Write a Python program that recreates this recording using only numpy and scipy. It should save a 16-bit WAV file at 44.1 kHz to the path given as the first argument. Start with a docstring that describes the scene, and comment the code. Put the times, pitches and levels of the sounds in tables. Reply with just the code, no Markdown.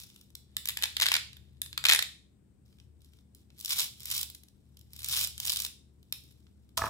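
"""Sharp plastic snaps and rasps come in bursts, as two hollow toy halves joined by a hook-and-loop pad
are pulled apart, twisted, pressed together and set down on a board with dull knocks.
Every hook that lets go strikes the shell's modes, which ring for a few milliseconds; the board has modes
of its own. A small hard room answers with decaying noise; a low rumble of shaped noise lies below."""
import sys
import numpy as np
from scipy import signal
from scipy.fft import rfft, irfft
from scipy.io import wavfile
from scipy.ndimage import uniform_filter1d

SR = 44100
rng = np.random.default_rng(int(sys.argv[2]) if len(sys.argv) > 2 else 0)


def put_to_file(sound):
    """Save the sound as 16-bit audio at rate SR, in the file named by the first command-line argument."""
    columns = np.atleast_2d(sound).T  # one column per channel
    safe = np.clip(columns, -1, 1)
    whole_steps = np.round(safe * 32767)
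    wavfile.write(sys.argv[1], SR, whole_steps.astype(np.int16))


N = 303849


def from_db(db):
    """Turn a level in dB into an amplitude gain."""
    return 10 ** (np.asarray(db) / 20)


def rms_one(x):
    """Scale a sound to rms 1."""
    return x / np.sqrt(np.mean(x ** 2) + 1e-20)


def in_time(rows):
    """Draw the columns of an automation curve out sample by sample."""
    s, *columns = np.transpose(rows)
    t = np.arange(N) / SR
    return [np.interp(t, s, column) for column in columns]


def at_hz(points, hz):
    """Read a spectrum table on a logarithmic frequency axis."""
    point_hz, values = np.transpose(points)
    return np.interp(np.log(hz), np.log(point_hz), values)


def ring(clicks, hz, t60):
    """A unit click sets off a dying cosine of about height 1, with little leaking far below its pitch."""
    decay = from_db(-60 / (t60 * SR))   # per sample
    w = 2 * np.pi * hz / SR
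    poles = [1, -2 * decay * np.cos(w), decay * decay]
    return signal.lfilter([.5, 0, -.5], poles, clicks + 1e-18)


def rumble():
    """Low rumble and faint hiss: steady coloured noise, with narrow booms where the room resonates."""
    # Colour of the bed. Each row: frequency in Hz, relative density in dB per Hz.
    bed_spectrum = [(20, -46), (45, -11.5), (70, -10), (110, -14), (200, -12), (350, -18.5), (600, -32.5),
                    (1200, -40), (4000, -47), (6500, -49.5), (8200, -39), (10000, -49.5), (16500, -53)]
    # Left-right likeness of the noise. Each row: frequency in Hz, correlation from 0 to 1.
    likeness = [(60, .88), (130, 0.83), (290, .5), (1000, 0.16), (4000, 0.015)]
    # Booming room modes. Each row: centre in Hz, width in Hz, average level in dB before panning.
    boom_modes = [(72.8, 3.5, -61), (119.9, 43, -64.5), (200, 4, -73)]
    # Swell of the two lowest booms, counted from each column's mean.
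    # Each row: time in seconds, first boom in dB, second boom in dB.
    boom_swell = [(0.0, -56, -64.5), (0.09, -75.5, -67.5), (0.21, -66.5, -68.5), (0.9, -58.5, -64),
                  (1.88, -60.5, -61), (2.37, -71.5, -75), (2.88, -61, -62), (2.93, -62, -71),
                  (3.99, -65.5, -64.5), (4.17, -55.5, -60.5), (4.44, -66.5, -73), (5.19, -56.5, -56),
                  (5.32, -59.5, -66.5), (5.49, -53, -60.5), (5.75, -64.5, -70.5), (6.19, -64.5, -64.5),
                  (6.73, -59.5, -70.5), (6.75, -60, -62.5)]
    bed_db, pan_db = -65.5, 4.5   # bed rms before panning; left over right

    hz = np.maximum(np.fft.rfftfreq(N, 1 / SR), 1)
    alike = np.clip(at_hz(likeness, hz), 0, 1)
    opposite = np.array([[1], [-1]])   # left, right

    def coloured(shape):
        """Shape mid and side noise so that the two ports are as alike as the table says."""
        mid, side = rfft(rng.standard_normal((2, N)))
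        both = np.sqrt(1 + alike) * mid + np.sqrt(1 - alike) * side * opposite
        return rms_one(irfft(shape * both, N))

    bed = from_db(bed_db) * coloured(from_db(at_hz(bed_spectrum, hz)))
    first_db, second_db = in_time(boom_swell)
    swells_db = [first_db - first_db.mean(), second_db - second_db.mean(), 0]
    for (centre, width, db), swell_db in zip(boom_modes, swells_db):
        boom = coloured(1 / (1 + (2 * (hz - centre) / width) ** 2))
        # level the noise into a steady drone with a wavering pitch
        power = uniform_filter1d(np.mean(boom ** 2, axis=0), size=SR // 8)
        boom = boom / np.sqrt(power + 0.089)
        bed = bed + from_db(db + swell_db) * boom
    return bed * from_db(pan_db / 2 * opposite)


def room(x):
    """A dense tail for each port: broad bands of noise, each dying at its own rate."""
    # Reverb bands. Each row: centre in Hz, t60 in seconds, relative starting level in dB.
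    bands = [(450, 0.34, 2.5), (1370, 0.25, 2), (2955, 0.38, -3), (5500, 0.38, -2), (11090, 0.25, 0)]
    fade_in_s = 0.0095   # the walls answer late
    t, tail = np.arange(SR // 2) / SR, 0
    for hz, t60, db in bands:
        band = signal.butter(2, [hz / np.sqrt(3), hz * np.sqrt(3)], "band", fs=SR, output="sos")
        noise = signal.sosfilt(band, rng.standard_normal((2, len(t))))
        tail = tail + noise * from_db(db - 60 * t / t60)
    tail = tail * np.clip(t / fade_in_s, 0, 1) ** 2
    tail = tail / np.sqrt(np.sum(tail ** 2) / 2)   # unit energy per port on average
    return signal.fftconvolve(x, tail, axes=1)[:, :N]


def knocks():
    """The toy rocks on the board: soft, dull blows set the board's modes ringing."""
    # Blows. Each row: start in seconds, relative level in dB.
    blows = [(6.776, -25.5), (6.791, -26), (6.8116, -31), (6.817, -24.5), (6.8194, -23.5), (6.8381, -21.5),
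             (6.847, -28), (6.8582, -28.5), (6.8663, -30), (6.876, -32)]
    # Board resonances. Each row: frequency in Hz, relative level in dB, t60 in seconds.
    board_modes = [(80.6, -15, 0.24), (307, -17, 0.017), (483, -12, 0.013), (663, -17.5, 0.22),
                   (850, -7, 0.018), (1023, 0.5, 0.022), (1110, -1.5, 0.018), (1267, -1.5, 0.027),
                   (1500, 0, 0.0044), (1730, -4.5, 0.016), (2540, -11, 0.0092), (3520, -20, 0.0044),
                   (5700, 2, 0.0035)]
    contact_hz = 2560   # a soft contact carries little above this
    s, blow_db = np.transpose(blows)
    at = (s * SR).astype(int)
    out, chance = np.zeros(N), rng.standard_normal((len(s), len(board_modes)))
    for k, (hz, level_db, t60) in enumerate(board_modes):
        clicks = np.zeros(N)
        sign = (-1) ** k
        clicks[at] = sign * from_db(blow_db + level_db + 3.86 * chance[:, k])
        out += ring(clicks, hz, t60)
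    out = signal.sosfilt(signal.butter(2, contact_hz, fs=SR, output="sos"), out)
    return out * from_db([[-1.5], [1.5]])   # leaning right


def apart(at):
    """True at samples where the halves stand open."""
    open_s, close_s = .45, 2.5
    return (at > open_s * SR) & (at < close_s * SR)


def shell(at, level_db, bright_db, pan_db, scatter_db, aim_db):
    """Each hook strikes every mode with its own strength; the high modes beam unevenly to the two ports."""
    # Shell resonances. Each row: frequency in Hz, t60 in seconds, relative level in dB with the halves
    # apart, relative level in dB with the halves closed.
    shell_modes = [(420, 0.0041, -27, -28.5), (1122, 0.0058, -13.5, -16.5), (1380, 0.0036, -17, -13.5),
                   (1840, 0.0049, 0, -27), (2450, 0.0055, 0.5, -6), (3135, 0.0048, 3.5, -0.5),
                   (3607, 0.0058, 7, 0), (3996, 0.0051, 4, -0.5), (4860, 0.0038, 1.5, -1),
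                   (5450, 0.0035, -4.5, 1.5), (6800, 0.0027, 0.5, -5), (7660, 0.0032, 1.5, -15),
                   (7820, 0.0015, -5, 3), (9740, 0.0031, 3, -1), (10880, 0.0031, -4, -6.5),
                   (12050, 0.0018, 4, 0.5), (12900, 0.00078, 8.5, 4), (15100, 0.0015, -2, 1)]
    # Direct sound, then hands and table top. Each row: nominal delay in seconds, level in dB.
    near_echoes = [(0, -2.5), (.0005, -6), (.0012, -5.5), (.0021, -6.5), (.0031, -10), (.0046, -14)]
    shell_low_hz = 373   # a body this small radiates little below here
    beam_hz = 6000       # beaming grows with pitch and levels off above about here

    out = np.zeros((2, N + SR // 10))
    modes_hz, t60s, apart_db, closed_db = np.transpose(shell_modes)
    chance = rng.standard_normal((len(at), len(shell_modes), 3))
    octaves = np.log2(np.maximum(modes_hz, 1500) / 4000)
    colour_db = np.where(apart(at)[:, None], apart_db, closed_db)
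    colour_db = colour_db + np.outer(bright_db, octaves) + scatter_db * chance[:, :, 0]
    # the colour shares out the strength of the snap: its power averages 1 over the modes
    colour_db = colour_db - 10 * np.log10(np.mean(from_db(2 * colour_db), axis=1, keepdims=True))

    echo_s, echo_db = np.transpose(near_echoes)
    # each hook draws its own echo delays by chance, a little different at each port
    delays = echo_s * rng.uniform(.7, 1.3, (len(at), len(echo_s)))
    signs = rng.choice([-1, 1], (len(at), len(shell_modes), len(echo_s)))
    for side, toward in enumerate([1, -1]):   # left, right
        port_delays = delays * rng.uniform(0.95, 1.02, delays.shape)
        arrive = at[:, None] + (SR * port_delays).astype(int)
        for k, (hz, t60) in enumerate(zip(modes_hz, t60s)):
            beam_db = aim_db * np.tanh(hz / beam_hz) * chance[:, k, 1 + side]
            strike_db = level_db + colour_db[:, k] + beam_db + toward * pan_db / 2
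            sizes = from_db(strike_db)[:, None] * from_db(echo_db) * signs[:, k]
            clicks = np.bincount(arrive.ravel(), sizes.ravel(), out.shape[1])
            out[side] += ring(clicks, hz, t60)
    low_cut = signal.butter(3, shell_low_hz, "high", fs=SR, output="sos")
    return signal.sosfilt(low_cut, out[:, :N])


def stroke_db(t):
    """Each pull, twist or bump builds, holds and stops; a curve of small slips sets the least level."""
    # Level of the small hook slips before, between and under the strokes.
    # Each row: time in seconds, relative level in dB.
    small_slips = [(0.15, -61), (0.38, -83.5), (0.75, -56.5), (1.1, -59.5), (1.4, -73.5), (1.67, -76.5),
                   (1.94, -53), (2.3, -96), (3.5, -82), (3.67, -41.5), (3.9, -68), (3.99, -58), (4.09, -39),
                   (4.25, -63), (4.45, -83), (4.85, -77), (4.96, -56), (5.1, -34), (5.33, -63), (5.6, -52),
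                   (5.8, -95), (6.05, -79.5), (6.26, -64), (6.52, -80.5)]
    # Pulls, twists and bumps, many small hooks slipping together. Each row: full from in seconds,
    # let go in seconds, relative level in dB when full, relative level in dB when let go.
    strokes = [(0, 0.038, -39.5, -49.5), (1.013, 1.158, -41, -41), (1.894, 1.94, -27.5, -31.5),
               (2.652, 2.84, -72, -74.5), (3.006, 3.208, -70.5, -71.5), (3.355, 3.421, -66, -69.5),
               (3.713, 3.735, -25.5, -27), (3.789, 3.852, -23, -34.5), (4.119, 4.213, -30.5, -33.5),
               (5.129, 5.241, -25, -31), (5.431, 5.65, -36, -39.5), (6.7722, 6.77, -17, -26),
               (6.8, 6.88, -42.5, -41)]
    twists_from_s, twists_to_s = 3.5, 6.0   # the closed halves are twisted between these times
    # twists build slowly, pulls and bumps start at once; all die fast
    twist_db_per_s, sudden_db_per_s, stop_db_per_s = 450, 11999.5, 599.5

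    level_db = np.interp(t, *np.transpose(small_slips))
    for full, let_go, full_db, end_db in strokes:
        build = twist_db_per_s if twists_from_s < full < twists_to_s else sudden_db_per_s
        held_db = np.interp(t, [full, let_go], [full_db, end_db])
        before_db = build * np.maximum(full - t, 0)
        after_db = stop_db_per_s * np.maximum(t - let_go, 0)
        level_db = np.maximum(level_db, held_db - before_db - after_db)
    return level_db


def rasp():
    """Small hooks slip at random times in uneven clumps, mostly weak, a few strong, and ring the shell."""
    slips_per_s, clump_db, clumps_per_s = 1100, 2, 90
    at = np.flatnonzero(rng.random(N) < slips_per_s / SR)
    size_db = 3.9 * np.minimum(rng.exponential(1, len(at)), 3.5)
    clumps = rng.uniform(-1, 1, 1000)
    uneven_db = clump_db * np.interp(at / SR * clumps_per_s, np.arange(len(clumps)), clumps)
    level_db = stroke_db(at / SR) + uneven_db + size_db - 16.5
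    bright_db = np.where(apart(at), -3.5, -.6)   # dB per octave: open halves sound fuller
    return shell(at, level_db, bright_db, np.zeros(len(at)), scatter_db=1.5, aim_db=7.0)


def snaps():
    """Single hooks let go one by one, each a distinct snap that rings all the shell's modes."""
    # Hooks letting go. Each row: start in seconds, relative level in dB.
    hooks = [(0.1009, -44.5), (0.161, -39.5), (0.2118, -41.5), (0.3035, -49.5), (0.3522, -27.5),
             (0.567, -13.5), (0.656, -19.5), (0.674, -22.5), (0.6873, -13.5), (0.694, -18.5), (0.7042, -27),
             (0.7718, -18), (0.789, -29), (0.8155, -32), (0.824, -18.5), (0.8345, -13), (0.8387, -12.5),
             (0.856, -24), (0.9673, -16.5), (0.9997, -14.5), (1.0123, -13), (1.0207, -9), (1.0271, -12),
             (1.0314, -16), (1.0376, -15.5), (1.058, -16), (1.0655, -9.5), (1.0855, -13.5), (1.1175, -11),
             (1.128, -21), (1.1398, -7), (1.1525, -12), (1.1653, -14), (1.3309, -39), (1.3681, -41.5),
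             (1.617, -16), (1.6607, -32), (1.729, -33.5), (1.777, -14.5), (1.8404, -19), (1.8526, -9),
             (1.8564, -11), (1.866, -13), (1.8858, -9.5), (1.893, -7), (1.8985, -4.5), (1.9116, -8.5),
             (1.9215, -6), (1.9267, -10), (1.9339, -6.5), (1.948, -9), (1.9598, -15), (1.9909, -11),
             (2.0249, -14.5), (2.7269, -56.5), (2.7851, -53), (2.8, -49), (3.0182, -50.5), (3.046, -48),
             (3.1346, -52), (3.1876, -53.5), (3.3488, -41), (3.5032, -51), (3.5842, -39), (3.5917, -37),
             (3.601, -31), (3.61, -30.5), (3.648, -16), (3.6583, -21.5), (3.693, -18.5), (3.712, -30),
             (3.732, -24), (3.7587, -24.5), (3.767, -22), (3.7862, -19.5), (3.803, -19), (3.843, -20.5),
             (3.9976, -38), (4.0046, -32.5), (4.032, -31.5), (4.056, -23), (4.102, -21), (4.1128, -16),
             (4.123, -28), (4.1426, -21), (4.1504, -19), (4.164, -19.5), (4.1786, -17), (4.204, -32),
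             (4.213, -18.5), (4.23, -17), (4.3, -30), (4.348, -28.5), (4.435, -41), (4.4847, -45.5),
             (4.7703, -42), (4.7918, -44), (4.812, -44), (4.9332, -32), (4.9634, -32), (4.991, -29),
             (5.031, -27.5), (5.045, -21), (5.0863, -17.5), (5.114, -23.5), (5.14, -21), (5.158, -20.5),
             (5.178, -20.5), (5.1905, -18), (5.2025, -19), (5.2112, -15), (5.2286, -21.5), (5.2333, -21),
             (5.24, -18), (5.2466, -16), (5.2732, -21), (5.379, -27.5), (5.401, -17), (5.4526, -19),
             (5.463, -21), (5.4728, -18), (5.4804, -19), (5.4958, -14), (5.501, -14.5), (5.52, -15.5),
             (5.5284, -18), (5.5344, -18.5), (5.5604, -18.5), (5.5698, -16), (5.5894, -23), (5.6013, -16),
             (5.62, -19), (5.6492, -18), (5.6639, -22.5), (6.0288, -50), (6.1246, -16.5), (6.2372, -47),
             (6.3117, -50), (6.4676, -54), (6.6913, -55), (6.776, -15)]
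    # Brightness of the snaps over time, some dull and some sharp.
    # Each row: time in seconds, average brightness in dB per octave.
    brightness = [(0, -0.5), (.57, 4), (.8, -1), (1.17, -3.5), (1.62, 3), (1.78, -4), (2.03, -2),
                  (2.8, -5.5), (3.04, 5), (3.19, -5.5), (3.35, 6), (3.5, -6.5), (3.6, 4.5), (4.9, 2.5),
                  (5.6, 2), (6.3, 3), (6.47, -8.5), (6.78, 0)]
    bright_spread_db = -0.5                # per octave, chance from hook to hook
    pan_db, pan_spread_db = -0.24, 2       # left over right, and its chance
    s, hook_db = np.transpose(hooks)
    at, chance = (s * SR).astype(int), rng.standard_normal((len(s), 2))
    bright_db = in_time(brightness)[0][at] + bright_spread_db * chance[:, 0]
    place_db = pan_db + pan_spread_db * chance[:, 1]
    # 9 dB off, since many modes add up to the snap
    return shell(at, hook_db - 9, bright_db, place_db, scatter_db=2.0, aim_db=2.5)


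def scene():
    """Toy and board, close by, in the room over its rumble."""
    port_lag = 7   # samples by which the right microphone port hears the toy later
    room_db = -10
    toy = snaps() + rasp()
    toy[1] = np.concatenate([np.zeros(port_lag), toy[1, :-port_lag]])
    near = toy + knocks()
    return near + from_db(room_db) * room(near) + rumble()


def record(dry):
    """The microphone drops the deepest bass, the tallest peaks are rounded and the top is cut."""
    ceiling = .98         # full scale is 1
    cutoff_hz = 16400     # 80 dB down from here up
    dry = signal.sosfilt(signal.butter(2, 28, "high", fs=SR, output="sos"), dry)
    rounded = ceiling * np.tanh(dry / ceiling)
    return signal.sosfilt(signal.cheby2(20, 80, cutoff_hz, fs=SR, output="sos"), rounded)


dry = scene()
out = record(dry)
put_to_file(out)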